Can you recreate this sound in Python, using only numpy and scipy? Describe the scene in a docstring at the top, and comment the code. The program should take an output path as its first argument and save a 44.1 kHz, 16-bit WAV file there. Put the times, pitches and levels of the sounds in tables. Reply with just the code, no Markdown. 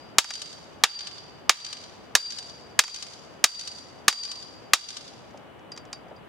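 """A garden yard among buildings: a hand sledge drives a steel post into a bed, over a far rumble of town.
Eight hard clanks follow the tail of an earlier one; light taps and faint ticks follow as a hand takes hold.
Each blow is a noise crash plus decaying sine modes, singing on near 4.7 kHz; scuffs are filtered noise.
Noise echoes form the yard, shaped noise the town, and a wavering sine a thin far tone.
The clanks overload the microphone; its gain control ducks and swells back up through the echoes."""
import sys
import numpy as np
from scipy import signal
from scipy.fft import rfft, irfft, next_fast_len
from scipy.io import wavfile
from scipy.ndimage import uniform_filter1d

SR = 44100
rng = np.random.default_rng(int(sys.argv[2]) if len(sys.argv) > 2 else 0)


def to_wav(s):
    """Save 16-bit WAV."""
    ch = np.atleast_2d(s).T  # columns
    pcm = np.round(np.clip(ch, -1, 1) * 32767)  # PCM
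    wavfile.write(sys.argv[1], SR, pcm.astype(np.int16))


N = 277344


def from_db(db):
    """Amplitude ratio of a level in dB."""
    return 10 ** (np.asarray(db) / 20)


def unit_energy(x):
    """Scale each row to a sum of squares of 1."""
    return x / np.sqrt(np.sum(x ** 2, axis=-1, keepdims=True) + 1e-20)


def at_hz(points, hz):
    """Read a spectrum on a log-frequency axis."""
    points = np.array(points)
    return np.interp(np.log(hz + 1), np.log(points[:, 0]), points[:, 1])


def fade(t, t60):
    """Exponential decay, 60 dB down after t60 seconds."""
    return from_db(-60 * t / t60)


def burst(t, t60):
    """Dying noise of unit energy."""
    return unit_energy(rng.standard_normal(len(t)) * fade(t, t60))


def colour(x, spectrum):
    """Causal (minimum-phase) filter with the given spectrum."""
    n = 2 * next_fast_len(x.shape[-1])
    level_db = at_hz(spectrum, np.fft.rfftfreq(n, 1 / SR))
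    cepstrum = irfft(np.log(from_db(level_db)))
    # fold the cepstrum onto positive times
    cepstrum[1:n // 2] *= 2
    cepstrum[n // 2 + 1:] = 0
    response = np.exp(rfft(cepstrum))
    return irfft(rfft(x, n) * response)[..., :x.shape[-1]]


def high_pass(x, hz, order=2):
    """Take away what lies below hz."""
    return signal.sosfilt(signal.butter(order, hz, "high", fs=SR, output="sos"), x)


def drift(per_s):
    """Slow chance over the whole scene: a new value per_s times a second, joined by lines."""
    return np.interp(np.arange(N) / SR * per_s, np.arange(N), rng.standard_normal(N))


def town(level_db=-46, left_db=0.87):
    """Steady far traffic and air: shaped noise, left and right most alike near 1 kHz."""
    # rumble spectrum: (frequency [Hz], relative level [dB])
    town_spectrum = [(20, -22), (40, -8.5), (62, 0), (130, -3), (250, -4.5), (700, -6), (1200, -12),
                     (2000, -18), (3200, -21.5), (5000, -39), (8000, -40.5), (15000, -44)]
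    # left-right correlation: (frequency [Hz], correlation [-1 to 1])
    likeness = [(60, 0.1), (240, 0.099), (950, 0.33), (4000, .1)]
    hz = np.fft.rfftfreq(N, 1 / SR)
    alike = np.clip(at_hz(likeness, hz), -1, 1)
    mid, side = rfft(rng.standard_normal((2, N)))
    both = np.sqrt(1 + alike) * mid + np.sqrt(1 - alike) * side * [[1], [-1]]
    shaped = irfft(both * from_db(at_hz(town_spectrum, hz)), N)
    noise = unit_energy(shaped) * np.sqrt(N)  # unit RMS
    return noise * from_db(level_db + left_db * np.array([[1], [-1]]))


def whine(hz=2945, waver_hz=5, flutter_db=2, per_s=25, rest_db=-70.5, fade_s=0.061):
    """A thin far tone, wavering in pitch and level; swells rise where they exceed its rest level."""
    # swells of the tone: (start [s], length [s], level before flutter [dB])
    swell_times = [(5.451, 0.26, -64.5), (5.902, 0.27, -70.5)]
    t = np.arange(N) / SR
    phase = 2 * np.pi * np.cumsum(hz + waver_hz * drift(per_s)) / SR
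    tone = np.sqrt(2) * np.sin(phase)
    swells = 0
    for start_s, length_s, db in swell_times:
        edge_s = np.minimum(t - start_s, start_s + length_s - t)
        swells = swells + from_db(db) * np.clip(edge_s / fade_s, 0, 1)
    flutter = from_db(flutter_db * drift(per_s))
    return np.maximum(from_db(rest_db), swells) * flutter * tone


def echo(t, delay_s, t60, low_hz, order=2, rise_s=0.0037):
    """One smeared reflection of a click, without its lows."""
    smear = unit_energy(burst(t, t60) * (1 - np.exp(-t / rise_s)))
    return np.roll(high_pass(smear, low_hz, order=order), round(delay_s * SR))


def yard(near_db=-17.0, near_t60=0.25, far_db=-22.5, far_t60=1.0, build_s=0.033, grain_db=2.5):
    """Stereo response without the direct sound: scatter from ground and pots, wall echoes, a grainy far tail."""
    # walls around the yard: (echo delay [s], level before colouring [dB])
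    wall_echoes = [(0.048, -30), (0.152, -27.5), (.169, -30), (0.233, -27.5), (.274, -41.5), (0.343, -42.5)]
    # colour of pots, walls and tail: (frequency [Hz], level [dB])
    yard_colour = [(100, -6), (900, -1), (2300, -3.5), (3200, 1.5), (5000, 4), (7000, -2.5), (10000, -1.5),
                   (15000, -21)]
    t = np.arange(SR) / SR
    # far surfaces differ in size: the tail comes in grains of a few milliseconds
    grains = from_db(grain_db * np.interp(t, np.linspace(0, 1, 300), rng.standard_normal(300)))
    sides = []
    for _ in range(2):
        near = from_db(near_db) * burst(t, near_t60)
        tail = grains * burst(t, far_t60) * (1 - np.exp(-t / build_s))
        far = from_db(far_db) * unit_energy(tail)
        pots = from_db(-14) * echo(t, delay_s=0.008, t60=0.093, low_hz=270)
        # rough faces smear each echo and return mostly the short waves
        walls = sum(from_db(db) * echo(t, delay_s, t60=0.022, low_hz=2400, order=1)
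                    for delay_s, db in wall_echoes)
        sides.append(near + colour(far + pots + walls, yard_colour))
    return np.array(sides)


def scuffs(level_db=17, t60=0.1, low_hz=520, high_hz=780):
    """Dull, short rubs of a sole on the ground: band-passed dying noise."""
    # soft scuffs: (time [s], relative level [dB])
    rubs = [(5.341, -31.5), (6.064, -36.5), (6.111, -32.5), (6.127, -42)]
    t = np.arange(SR // 4) / SR
    band = signal.butter(2, [low_hz, high_hz], "band", fs=SR, output="sos")
    for s, db in rubs:
        rub = from_db(db + level_db) * unit_energy(signal.sosfilt(band, burst(t, t60)))
        yield s, (rub, rub)


def post_modes(t, sharp=0.01, settle_s=0.017, spread_db=1.5, detune=0.0017, build_s=0.0007):
    """Short clang and long singing of the post; each strike gives its modes new strengths and pitches."""
    # modes of the post; the soil damps most outside the singing cluster:
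    # (frequency [Hz], relative level [dB], t60 [s])
    modes = [(1193, -2, 0.052), (1710, 3, 0.022), (2418, -2, 0.035), (3260, -3, 0.056), (3760, -3, 0.084),
             (4690, -26, .6), (4708, -24, .55), (4722, -23, .65), (4752, -22, .3), (4745, -12, .055),
             (4798, -18, .1), (5840, -13, 0.019), (7147, 1, 0.027), (9340, -7, 0.055)]
    clang, singing = np.zeros((2, len(t)))
    # the contact stiffens the post: the ring starts sharp by a small share and settles
    clock = t + sharp * settle_s * (1 - np.exp(-t / settle_s))
    for hz, db, t60 in modes:
        strength, shift = rng.standard_normal(2)
        swing = np.sin(2 * np.pi * (hz * (1 + detune * shift) * clock + rng.random()))
        mode = from_db(db + spread_db * strength) * fade(t, t60) * swing
        if 4600 < hz < 4900:
            singing += mode
        else:
            clang += mode
    return np.array([clang, singing]) * (1 - np.exp(-t / build_s))


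def crash(t60, spectrum, rise_s=0.00014, spread_s=0.002009, size=4096, count=60):
    """Countless short modes, of unit energy; bending waves carry highs along the steel faster than lows."""
    t = np.arange(size) / SR
    khz = np.fft.rfftfreq(size, 1 / SR) / 1000
    modes = rfft(burst(t, t60) * (1 - np.exp(-t / rise_s)))
    # the hard contact feeds all pitches alike
    modes = modes / np.sqrt(uniform_filter1d(np.abs(modes) ** 2, count))
    # travel time falls with the root of frequency: scale spread_s at 1 kHz, zero at 16 kHz
    cycles = spread_s * 1000 * (2 * np.sqrt(khz) - khz / 4)
    wave = irfft(modes * np.exp(-2j * np.pi * cycles))[:size // 2]
    return unit_energy(colour(np.pad(wave, (0, SR - len(wave))), spectrum))


def handling_ticks(count=4, from_s=5.15, to_s=5.9, level_db=-66, spread_db=2.5, singing_db=-0.5):
    """The glove brushes the post: faint ticks at uneven times, as (time, level, singing) rows."""
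    slots = (np.arange(count) + rng.random(count)) / count
    times = from_s + slots * (to_s - from_s)
    return [(s, level_db + spread_db * rng.standard_normal(), singing_db) for s in times]


def taps(crash_db=32, crash_t60=0.026, clang_db=-2, held_t60=0.22, thrown_db=-5):
    """Light knocks; the steel resting on the post bends and shortens its ring."""
    # knocks of steel on the post, rebounds among them:
    # (time [s], relative level [dB], relative singing level [dB])
    knocks = [(.243, -27.5, -10), (0.305, -28.5, 3), (2.837, -24, 10), (2.879, -33.5, 19),
              (4.126, -24.5, 0), (5.718, -52, 30.5), (5.763, -55.5, 2), (5.775, -47, 20),
              (5.929, -41.5, 21.5), (6.163, -77.5, 38)]
    # softer spectrum of a light knock: (frequency [Hz], relative level [dB])
    knock_spectrum = [(100, -27.5), (600, -10), (1000, -1), (2200, -2.5), (3800, -6.5), (5500, 1),
                      (7300, -4), (9500, -21.5), (15000, -31.5)]
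    t = np.arange(SR) / SR
    for s, db, singing_db in [*knocks, *handling_ticks()]:
        clang, singing = post_modes(t, sharp=0.019)
        held_singing = from_db(singing_db) * singing * fade(t, held_t60)
        ring = from_db(clang_db) * clang + held_singing
        knock = from_db(db) * (from_db(crash_db) * crash(crash_t60, knock_spectrum) + ring)
        yield s, (knock, from_db(thrown_db) * knock)


def contact(sound, treble_db, favoured_hz, lift_db=1.5, half_width_octaves=0.43):
    """The spot struck lifts one region of pitch; the squarer the head lands, the more treble."""
    width = 2 ** half_width_octaves
    lift = [(favoured_hz / width, 0), (favoured_hz, lift_db), (favoured_hz * width, 0)]
    return colour(colour(sound, lift), [(3500, 0), (7000, treble_db)])


def hammer(crash_db=30, crash_t60=0.065, clang_db=0, near_singing_db=-3, even_db=28.5,
           thrown_clank_db=-9, thrown_singing_db=5):
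    """Each blow: a crash plus the ring of the post, coloured by how squarely the head lands."""
    # hammer blows: (time [s], relative force [dB], treble [dB],
    # pitch favoured by the spot struck [Hz], relative singing level [dB])
    blows = [(-0.46, -4.5, -2.5, 1750, 9.5), (0.1835, -2.3, 1.5, 3200, 1), (0.8369, -1.2, -4, 1730, 5),
             (1.4941, -0.8, -2, 2013, 1), (2.1515, -3.5, 1, 1750, 9.5), (2.7909, -3, 2, 2100, 2.5),
             (3.4407, -3.5, 2.5, 1730, 7), (4.081, -3, 1, 1180, 9), (4.7342, -3.5, 0.5, 3300, -2.5)]
    # crash of steel on steel: (frequency [Hz], relative level [dB])
    crash_spectrum = [(40, -25.5), (130, -27.5), (400, -9), (900, 2), (1800, 3), (4000, 3.5), (6800, 3.5),
                      (8500, -5.5), (11000, -11.5), (15500, -20)]
    t = np.arange(SR) / SR
    # summed over all directions off the post, much of the crash has an even spectrum
    even_crash = unit_energy(colour(signal.unit_impulse(SR), crash_spectrum))
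    for s, force_db, treble_db, favoured_hz, singing_db in blows:
        clang, singing = post_modes(t)
        clank = from_db(crash_db) * crash(crash_t60, crash_spectrum) + from_db(clang_db) * clang
        direct = clank + from_db(singing_db + near_singing_db) * singing
        thrown = from_db(even_db) * even_crash + from_db(thrown_clank_db) * clank
        thrown = thrown + from_db(singing_db + thrown_singing_db) * singing
        yield s, from_db(force_db) * contact(np.array([direct, thrown]), treble_db, favoured_hz)


def at_ports(sound, lag_s=0.000005):
    """Direct sound reaches the right microphone port a fraction of a sample late (all-pass delay)."""
    c = (1 - lag_s * SR) / (1 + lag_s * SR)
    return np.array([sound, signal.lfilter([c, 1], [1, c], sound)])


def add(out, sound, s):
    """Mix a sound in at time s, cut to the scene's ends."""
    at = round(s * SR)
    first, last = max(at, 0), min(at + sound.shape[-1], N)
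    out[:, first:last] += sound[:, first - at:last - at]


def scene():
    """Everything at the post arrives once directly and once by way of the yard."""
    out = town() + whine()
    response = yard()
    for s, (direct, thrown) in [*scuffs(), *taps(), *hammer()]:
        add(out, at_ports(direct), s)
        add(out, signal.fftconvolve(thrown[None], response, axes=1), s)
    return out


def gain_control(x, threshold_db=-9, release_s=0.14, attack_s=0.0046):
    """Peaks over the threshold pull the gain down within milliseconds; it creeps back afterwards."""
    peak_db = 20 * np.log10(np.abs(x).max(axis=0) + 1e-9)
    over_db = np.maximum(peak_db - threshold_db, 0)
    # running peak hold whose dB value decays exponentially
    relax = np.exp(np.arange(N) / SR / release_s)
    held_db = np.maximum.accumulate(over_db * relax) / relax
    pole = np.exp(-1 / (attack_s * SR))
    reduction_db = signal.lfilter([1 - pole], [1, -pole], held_db)
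    return x * from_db(-reduction_db)


def record(dry, top=0.71, low_cut_hz=100, soft_hz=14000, cutoff_hz=16000):
    """Gain control comes too late for each clank's front, which overloads; deep bass and top are cut."""
    overloaded = top * np.tanh(gain_control(dry) / top)
    thinned = high_pass(overloaded, low_cut_hz)
    softened = signal.sosfilt(signal.butter(1, soft_hz, fs=SR, output="sos"), thinned)
    return signal.sosfilt(signal.ellip(8, 0.3, 70, cutoff_hz, fs=SR, output="sos"), softened)


dry = scene()
out = record(dry)
to_wav(out)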